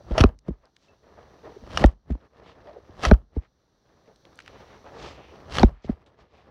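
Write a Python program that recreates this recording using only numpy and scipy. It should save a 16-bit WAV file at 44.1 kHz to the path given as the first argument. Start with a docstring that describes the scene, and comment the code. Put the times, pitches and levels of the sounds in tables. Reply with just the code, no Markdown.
"""A quiet wood: four hatchet strokes at a slim trunk, heard from a phone carried by the person chopping.
Each swing is a swish of filtered cloth noise and a rush of air; bark cracks in bursts of snaps and damped
modes give a heavy thud, then a softer knock a quarter second later. Sleeves rustle, leaves and twigs tick.
A faint ping sounds once. The phone's gain control sinks the wood's shaped-noise hush and insect hiss after
each chop and lets them creep back."""
import sys
import numpy as np
from scipy import signal
from scipy.fft import rfft, irfft
from scipy.io import wavfile
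from scipy.ndimage import uniform_filter1d, minimum_filter1d

SR = 44100
rng = np.random.default_rng(int(sys.argv[2]) if len(sys.argv) > 2 else 0)


def pcm_store(signal):
    """Save signal as 16-bit PCM."""
    levels = np.round(np.clip(np.atleast_2d(signal), -1, 1) * 32767)
    wavfile.write(sys.argv[1], SR, levels.astype(np.int16).T)


N = 286650
TIME = np.arange(N) / SR
HIT_TIME = TIME[:SR // 4]

# spectrum of air on the phone: (frequency [Hz], relative level [dB])
AIR = [(15, -24), (35, -6.5), (65, 5), (120, -4), (220, -10), (400, -18), (900, -60.5)]
# hatchet strokes: (thud time [s], thud level [dB], bass boost [dB], wood ring [Hz], crack level [dB],
# swish rise [dB/s], swish lead [s], rub level before trim [dB], hiss level before trim [dB], air level [dB])
CHOPS = [(0.237, 0.5, -5.5, 1170, -10.5, 224, 0.055, -29, -42.5, -26),
         (1.839, -2, -2, 1850, -19.5, 194, 0.046, -28.5, -36.5, -28),
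         (3.1113, 0.5, -2.5, 1600, -20, 309.5, 0.067, -30.5, -40, -25.5),
         (5.6304, 4.5, -6.5, 780, -18, 298.5, 0.07, -29.5, -36, -23.5)]
# soft knocks as the arm comes to rest: (time [s], level [dB], pitch ratio, bass boost [dB],
# rustle level before trim [dB])
KNOCKS = [(0.4811, -17.5, 0.8, -8, -55), (2.098, -21, 1.07, 3, -52.5), (3.3627, -17, 1.1, -1, -55.5),
          (5.8912, -16, 1.05, -4.5, -48.5)]


def undb(db):
    """Decibels to gain."""
    return np.exp(np.asarray(db) * (np.log(10) / 20))


def add(track, start_s, sound):
    """Mix a sound into a track at a given time."""
    start = max(int(start_s * SR), 0)
    track[start:start + len(sound)] += sound[:N - start]


def band(x, lo_hz, hi_hz, order=2):
    """Butterworth band-pass."""
    edges_hz = [lo_hz, min(hi_hz, SR / 2 - 1)]
    return signal.sosfilt(signal.butter(order, edges_hz, "band", fs=SR, output="sos"), x)


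def low_pass(x, hz, order=2):
    """Butterworth low-pass."""
    return signal.sosfilt(signal.butter(order, min(hz, SR / 2 - 1), fs=SR, output="sos"), x)


def resonate(x, hz, width_hz):
    """One resonance, gain 1 at its centre."""
    return signal.lfilter(*signal.iirpeak(hz, hz / min(width_hz, SR / 4), fs=SR), x)


def decay(t60_s):
    """Exponential fade that falls 60 dB in t60_s."""
    return np.exp(-np.log(1000) * HIT_TIME / t60_s)


def colour(x, points):
    """Filter by a spectrum of (Hz, dB) points on a log-frequency axis, at rms 1."""
    hz, db = np.transpose(points)
    bins_hz = np.maximum(np.fft.rfftfreq(N, 1 / SR), 1)
    gain_db = np.interp(np.log(bins_hz), np.log(hz), db)
    y = irfft(rfft(x) * undb(gain_db), N)
    return y / y.std()


def walk(rate_hz):
    """Smooth random drift at rms near 1, taking rate_hz new values a second."""
    step = max(int(SR / rate_hz), 1)
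    values = np.repeat(rng.standard_normal(N // step + 1), step)[:N]
    y = uniform_filter1d(values, step)
    return y / y.std()


def swell_db(start_s, end_s, rise_db_s, fall_db_s):
    """Envelope in dB: rises to 0 at the start, holds, and falls after the end."""
    return -rise_db_s * np.maximum(start_s - TIME, 0) - fall_db_s * np.maximum(TIME - end_s, 0)


def power_sum(levels_db):
    """Joint level of unrelated sounds, each floored at -150 dB."""
    return 10 * np.log10(sum(undb(np.maximum(db, -150)) ** 2 for db in levels_db))


def cloth(points, rub_db, hiss_db, grain_db, flutter_db):
    """Fibres catch and slip in tiny bursts; the folds give a low rub, the weave a hiss."""
    bursts = rng.standard_normal(N) * undb(grain_db * walk(900))
    friction = colour(bursts, points)
    # the second pass runs backwards, to cancel most of the delay before subtracting
    folds = low_pass(low_pass(friction, 1800)[::-1], 1700)[::-1]
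    weave = friction - folds
    rub = folds / band(folds, 300, 1500).std()
    hiss = weave / band(weave, 2500, 7000).std()
    return rub * undb(rub_db + flutter_db * walk(60)) + hiss * undb(hiss_db + flutter_db * walk(40))


def swings(air_lead_s=0.016, trim_db=-1):
    """Each swing builds up a swish of cloth and a rush of air that die away around the landing of the blade."""
    # spectrum of cloth in a fast swing: (frequency [Hz], relative level [dB])
    fast_cloth = [(71, -28), (120, -5.5), (348, -7.5), (569, -2), (968, -8), (1320, -9), (1520, -17),
                  (1650, -12.5), (2380, -20), (3110, -16), (3380, -20), (5410, -24), (7200, -35.5),
                  (9210, -41.5), (16000, -63.5)]
    # (rise relative to the swish rise, end of hold before the thud [s], fall [dB/s])
    rub_shape, hiss_shape, air_shape = (1, 0.013, 300), (1.1, 0.029, 340), (0.65, 0.004, 255)

    def stroke_db(thud_s, level_db, lead_s, rise_db_s, shape):
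        """Swell of one layer around one thud."""
        steepness, early_s, fall_db_s = shape
        return level_db + swell_db(thud_s - lead_s, thud_s - early_s, steepness * rise_db_s, fall_db_s)

    rubs, hisses, airs = [], [], []
    for thud_s, *_, rise_db_s, lead_s, rub_db, hiss_db, air_db in CHOPS:
        rubs.append(stroke_db(thud_s, rub_db, lead_s, rise_db_s, rub_shape))
        hisses.append(stroke_db(thud_s, hiss_db, lead_s, rise_db_s, hiss_shape))
        airs.append(stroke_db(thud_s, air_db, air_lead_s, rise_db_s, air_shape))
    swish = cloth(fast_cloth, power_sum(rubs), power_sum(hisses), grain_db=3.5, flutter_db=2.5)
    rush = colour(rng.standard_normal(N), AIR) * undb(power_sum(airs))
    return swish * undb(trim_db) + rush


def blows(swell=4.5, scatter_db=3.0, detune=0.05, bass_hz=130):
    """Thuds, knocks and bumps: damped modes swell and die, mostly highs first, so each sweeps downwards."""
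    # modes of a blow: (nominal frequency [Hz], nominal peak level [dB], nominal time to peak [ms])
    thud_modes = [(45.7, -40, 71), (53.3, -1, 20), (68.6, -9.5, 23), (122.88, -16, 13), (219.2, -2, 7.37),
                  (393.3, -8, 6.5), (594, -10.5, 5), (760, -7.5, 3.8), (1253, -18, 3.9), (1480, -19.5, 3.8),
                  (1720, -23, 0.6), (2390, -23.5, 2.8), (3820, -29, 3.1), (4050, -27, 1.3),
                  (5547, -30, 0.54)]
    # handling bumps on the phone, and softer rebounds just after the knocks: (time [s], level [dB], pitch
    # ratio, contact hardness [Hz], bass boost [dB])
    bumps = [(0.103, -23, 0.84, 350, 7), (0.197, -14, 2.28, 100, 9), (0.1999, -6.5, 1.25, 232, 3),
             (0.503, -29.5, 1.25, 489, -0.5), (1.622, -42, 1.1, 300, 0.5), (1.805, -19.5, 0.94, 500, -6.5),
             (2.108, -21, 0.9, 201, -3), (2.149, -31.5, 1.3, 700, -12), (2.89, -38, 1.4, 500, -2),
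             (3.059, -20, 1.22, 100, 14.5), (5.599, -25.5, 1.411, 400, -6), (5.841, -29.5, 0.99, 380, -0.5)]
    thud_hard_hz, knock_hard_hz = 6200, 433
    thuds = [(s, db, 1, thud_hard_hz, bass_db) for s, db, bass_db, *_ in CHOPS]
    rests = [(s, db, pitch, knock_hard_hz, bass_db) for s, db, pitch, bass_db, _ in KNOCKS]
    hits = thuds + rests + bumps
    hz, db, peak_ms = np.transpose(thud_modes)[:, :, None]
    chance = rng.standard_normal((len(hits), 2, len(hz), 1))
    out = np.zeros(N)
    for (hit_s, blow_db, pitch, hard_hz, bass_db), (size, tune) in zip(hits, chance):
        age = HIT_TIME * pitch / (peak_ms / 1000)
        envelope = (age * np.exp(1 - age)) ** swell
        waves = np.sin(2 * np.pi * hz * pitch * (1 + detune * tune) * HIT_TIME)
        mode_db = db + scatter_db * size + bass_db * (hz < bass_hz)
        modes = undb(mode_db) * envelope * waves
        # a soft contact pushes for longer and leaves the high modes quiet
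        add(out, hit_s, undb(blow_db) * low_pass(modes.sum(axis=0), hard_hz))
    return out


def cracks(grain_db=2.0, attack_s=0.00047, ring_length=1.1, snaps_per_s=3500):
    """Fibres snap one after another in short bursts through the bark's resonances; the wood rings briefly."""
    # resonances of splitting bark: (frequency [Hz], width of each of two passes [Hz], relative level [dB])
    bark_modes = [(615, 280, 0.5), (1220, 350, 3.5), (1760, 500, 0.5), (2820, 1100, -2.5),
                  (4430, 1200, -7.5), (5390, 570, -8), (8464, 3700, -23.5)]
    # bark cracking apart from the bites: (time [s], level [dB], t60 [s], wood ring [Hz], ring level [dB])
    bark_cracks = [(0.1795, -15, 0.044, 634, -7), (0.195, -23.5, 0.027, 1312, -32),
                   (0.2044, -19.5, 0.032, 2927, -29), (0.209, -10.5, 0.016, 1288, -25),
                   (1.7735, -12.5, 0.019, 2890, -15), (3.0509, -11, 0.023, 1270, -13.5),
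                   (3.057, -36.5, 0.033, 601, -22.5), (3.136, -35.5, 0.023, 1410, -31.5),
                   (5.5841, -10, 0.011, 2810, -14.5), (5.5955, -22, 0.0067, 4360, -11)]
    # the blade bites just after the thud begins
    bite_delay_s, bite_t60_s, bite_ring_db = 0.0015, 0.011, -5
    bites = [(s + bite_delay_s, db, bite_t60_s, ring_hz, bite_ring_db)
             for s, _, _, ring_hz, db, *_ in CHOPS]

    struck = rng.random(N) < snaps_per_s / SR
    snaps = struck * rng.choice([-1, 1], N) * undb(grain_db * rng.standard_normal(N))
    bark = sum(undb(db) * resonate(resonate(snaps, hz, width_hz), hz, width_hz)
               for hz, width_hz, db in bark_modes)
    bark = low_pass(bark, 8700)
    bark /= bark.std()

    onset = 1 - np.exp(-HIT_TIME / attack_s)
    force, rings = np.zeros(N), np.zeros(N)
    for crack_s, db, t60_s, ring_hz, ring_db in bark_cracks + bites:
        add(force, crack_s, undb(db) * onset * decay(t60_s))
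        ring = np.sin(2 * np.pi * ring_hz * HIT_TIME)
        add(rings, crack_s, undb(ring_db) * onset * decay(t60_s * ring_length) * ring)
    return rings + force * bark


def movement(trim_db=0.5):
    """Sleeves rustle as the arm draws back and comes to rest; leaves crackle and air rumbles on the phone."""
    # spectrum of slowly moving cloth: (frequency [Hz], relative level [dB])
    slow_cloth = [(60, -14), (150, -7), (270, -7), (450, -0.5), (620, -4), (1000, -8), (1250, -8.5),
                  (1500, -15), (1750, -11.5), (2300, -18.5), (3000, -20.5), (5600, -27.5), (7200, -42),
                  (16000, -50.5)]
    # the arm turning back, one curve for each move: (time [s], sleeve rub before windup gain and trim [dB])
    windups = [
        [(0.85, -75), (0.93, -64.5), (1.014, -86), (1.034, -67), (1.196, -59.5), (1.204, -60), (1.434, -66),
         (1.452, -53), (1.64, -67.5)],
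        [(2.2, -66.5), (2.258, -63), (2.292, -83.5), (2.332, -64), (2.506, -60), (2.62, -63.5), (2.682, -57.5),
         (2.83, -65), (2.94, -61)],
        [(3.6, -82.5), (3.84, -84), (3.862, -71), (4.032, -73.5), (4.09, -63.5), (4.23, -93), (4.252, -66.5),
         (4.334, -64), (4.36, -67.5)],
        [(4.5, -61.5), (4.61, -53), (4.658, -63.5), (4.706, -56.5), (4.788, -64.5), (5.058, -47.5),
         (5.266, -61.5), (5.348, -54), (5.48, -63)],
        [(5.97, -74), (6.03, -62), (6.05, -75.5), (6.064, -66), (6.166, -72), (6.218, -59), (6.286, -77),
         (6.34, -65.5), (6.49, -63)],
    ]
    windup_gain_db, windup_fade_db_s = 4.5, 167.5
    knock_rise_db_s, knock_fall_db_s = 432, 184
    # hiss, air and leaves follow the rub level before trim, over a faint constant draught
    hiss_rel_db, windup_air_rel_db, knock_air_rel_db, leaf_rel_db = -18, -3, 7.5, -20.5
    draught_db = -75.5

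    drawing = []
    for curve in windups:
        s, db = np.transpose(curve)
        fades_db = swell_db(s[0], s[-1], windup_fade_db_s, windup_fade_db_s)
        drawing.append(windup_gain_db + np.interp(TIME, s, db) + fades_db)
    resting = [db + swell_db(s, s, knock_rise_db_s, knock_fall_db_s) for s, *_, db in KNOCKS]
    drawing_db = power_sum(drawing)
    rub_db = power_sum(drawing + resting)
    air_db = power_sum([drawing_db + windup_air_rel_db, power_sum(resting) + knock_air_rel_db, draught_db])

    rustle = cloth(slow_cloth, rub_db, rub_db + hiss_rel_db, grain_db=2.5, flutter_db=2.0)
    crackle = leaves() * undb(drawing_db + leaf_rel_db)
    rumble = colour(rng.standard_normal(N), AIR) * undb(air_db)
    return rustle * undb(trim_db) + crackle + rumble


def leaves(snaps_per_s=45, spread_db=5.5, lo_hz=700, hi_hz=4800):
    """Dry leaves under shifting feet: scattered tiny noise snaps of very uneven size, at rms 1."""
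    sizes = undb(spread_db * np.clip(rng.standard_normal(N), -2, 2))
    snaps = (rng.random(N) < snaps_per_s / SR) * sizes
    fade = np.exp(-np.arange(SR // 100) / (SR / 1000))  # 1 ms time constant
    envelope = signal.fftconvolve(snaps, fade)[:N]
    crackle = band(envelope * rng.standard_normal(N), lo_hz, hi_hz, order=6)
    return crackle / crackle.std()


def scuffs(top_hz=6200, grain_db=2.0):
    """Sleeve brushing the body: each scuff of friction noise swells and fades in one band, hollow or broad."""
    # (time [s], level [dB], centre [Hz], width of each of two passes [share of centre], Gaussian sigma [s])
    brushes = [(0.01, -46.5, 556, 0.4, 0.0035), (0.119, -29.5, 444, 0.8, 0.004),
               (0.654, -59.5, 586, 1.4, 0.022), (0.845, -68.5, 3800, 1.695, 0.033),
               (1.185, -48, 650, 0.9, 0.008), (1.47, -41.5, 444, 0.69, 0.026),
               (1.569, -36.5, 397, 0.3, 0.0033), (2.488, -58, 2700, 0.92, 0.03),
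               (2.7, -46.5, 615, 0.4, 0.027), (2.769, -43.5, 460, 0.39, 0.017),
               (3.44, -63.5, 1220, 1.7, 0.018), (4.099, -59, 559.3, 0.61, 0.02),
               (4.514, -63.5, 2600, 0.76, 0.0767), (4.614, -57, 547, 1.2, 0.0088),
               (4.72, -54.5, 800, 2.2, 0.044), (4.875, -44, 525, 1.66, 0.019),
               (5.05, -49, 2500, 2.2, 0.059), (5.239, -59, 2614, 0.46, 0.081),
               (5.759, -65, 950, 1.6, 0.097), (5.851, -55.5, 2500, 1.7, 0.013),
               (6.205, -66, 2280, 1.7, 0.01889), (6.374, -67, 2500, 1.1, 0.051)]
    out = np.zeros(N)
    friction = rng.standard_normal(N) * undb(grain_db * walk(700))
    for centre_s, db, hz, width, sigma_s in brushes:
        near = np.abs(TIME - centre_s) < 1 / 4
        rub = resonate(resonate(friction[near], hz, width * hz), hz, width * hz)
        rub = low_pass(rub, top_hz, order=4)
        envelope = np.exp(-0.5 * ((TIME[near] - centre_s) / sigma_s) ** 2)
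        out[near] += undb(db) * rub / rub.std() * envelope
    return out


def ticks(width=0.43, top_hz=6100):
    """Dry twigs, chips and leaves each give one decaying snap of resonant noise."""
    # (time [s], level [dB], centre [Hz], t60 [s])
    litter = [(0.269, -44, 1900, 0.012), (0.29, -40, 1300, 0.0083), (0.389, -52.5, 5700, 0.014),
              (0.4819, -45, 1096, 0.032), (0.655, -56, 4443, 0.011), (0.7658, -44.5, 2220, 0.0087),
              (0.763, -62, 5456, 0.023), (1.8505, -44, 5040, .004), (1.8608, -25, 4800, 0.0047),
              (2.105, -46, 1566, 0.04), (2.122, -47, 2170, 0.015), (2.153, -53, 1370, 0.011),
              (3.372, -48.5, 1994, .01), (4.16, -49, 4765, 0.0072), (4.2526, -41, 1960, 0.008),
              (4.357, -53, 9100, 0.0057), (4.375, -47, 4500, 0.00688), (4.3897, -35, 1800, 0.014),
              (4.4019, -40.5, 1960, 0.032), (4.422, -49, 4000, 0.0092), (4.461, -43.5, 2250, 0.01328),
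              (4.4778, -35.5, 1680, 0.018), (6.0619, -62, 3000, 0.12)]
    out = np.zeros(N)
    noises = rng.standard_normal((len(litter), len(HIT_TIME)))
    for (tick_s, db, hz, t60_s), noise in zip(litter, noises):
        snap = low_pass(resonate(noise, hz, width * hz), top_hz)
        add(out, tick_s, undb(db) * snap / snap.std() * decay(t60_s))
    return out


def ping(start_s=0.884, hz=2650, level_db=-59.5, t60_s=0.15):
    """One faint, thin ping: a sine that dies away."""
    out = np.zeros(N)
    add(out, start_s, undb(level_db) * np.sin(2 * np.pi * hz * HIT_TIME) * decay(t60_s))
    return out


def wood_hush(level_db=-61, drift_db=1.6):
    """The still wood: drifting noise shaped to a low hush and an insect hiss."""
    # spectrum of the still wood: (frequency [Hz], relative level [dB])
    wood = [(25, 2), (100, -0.5), (450, -3.5), (1200, -12.5), (1500, -13), (1750, -15.5), (2500, -25),
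            (4200, -14), (5250, -21), (5850, -13), (6600, -27), (8000, -36.5), (12500, -37), (16000, -38)]
    return colour(rng.standard_normal(N), wood) * undb(level_db + drift_db * walk(2.0))


def gain_control(x, knee_db=-20, release_s=0.6, size=220):
    """Gain that drops at once on a loud sound and recovers by a factor e every release_s."""
    rms = np.sqrt(np.abs(uniform_filter1d(x ** 2, size)))
    loudness = np.log(rms + 1e-9)
    held = np.exp(np.maximum.accumulate(loudness + TIME / release_s) - TIME / release_s)
    return np.minimum(1, undb(knee_db) / held)


def scene():
    """The chopping and a ping over the hush of the wood, which sinks after loud sounds."""
    chopping = swings() + movement() + scuffs() + blows() + cracks() + ticks()
    hush = wood_hush() * gain_control(chopping)
    return (chopping + ping() + hush)[None]


def record(dry, ceiling=0.82, size=120, rumble_hz=36, top_hz=15850):
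    """The phone sheds the deepest bass, its limiter holds the loudest peaks down, and the top is cut."""
    sound = signal.sosfilt(signal.butter(2, rumble_hz, "high", fs=SR, output="sos"), dry)
    allowed = ceiling / np.maximum(np.abs(sound), ceiling)
    gain = uniform_filter1d(minimum_filter1d(allowed, size), size)
    return signal.sosfilt(signal.ellip(8, 0.2, 70, top_hz, fs=SR, output="sos"), sound * gain)


dry = scene()
out = record(dry)
pcm_store(out)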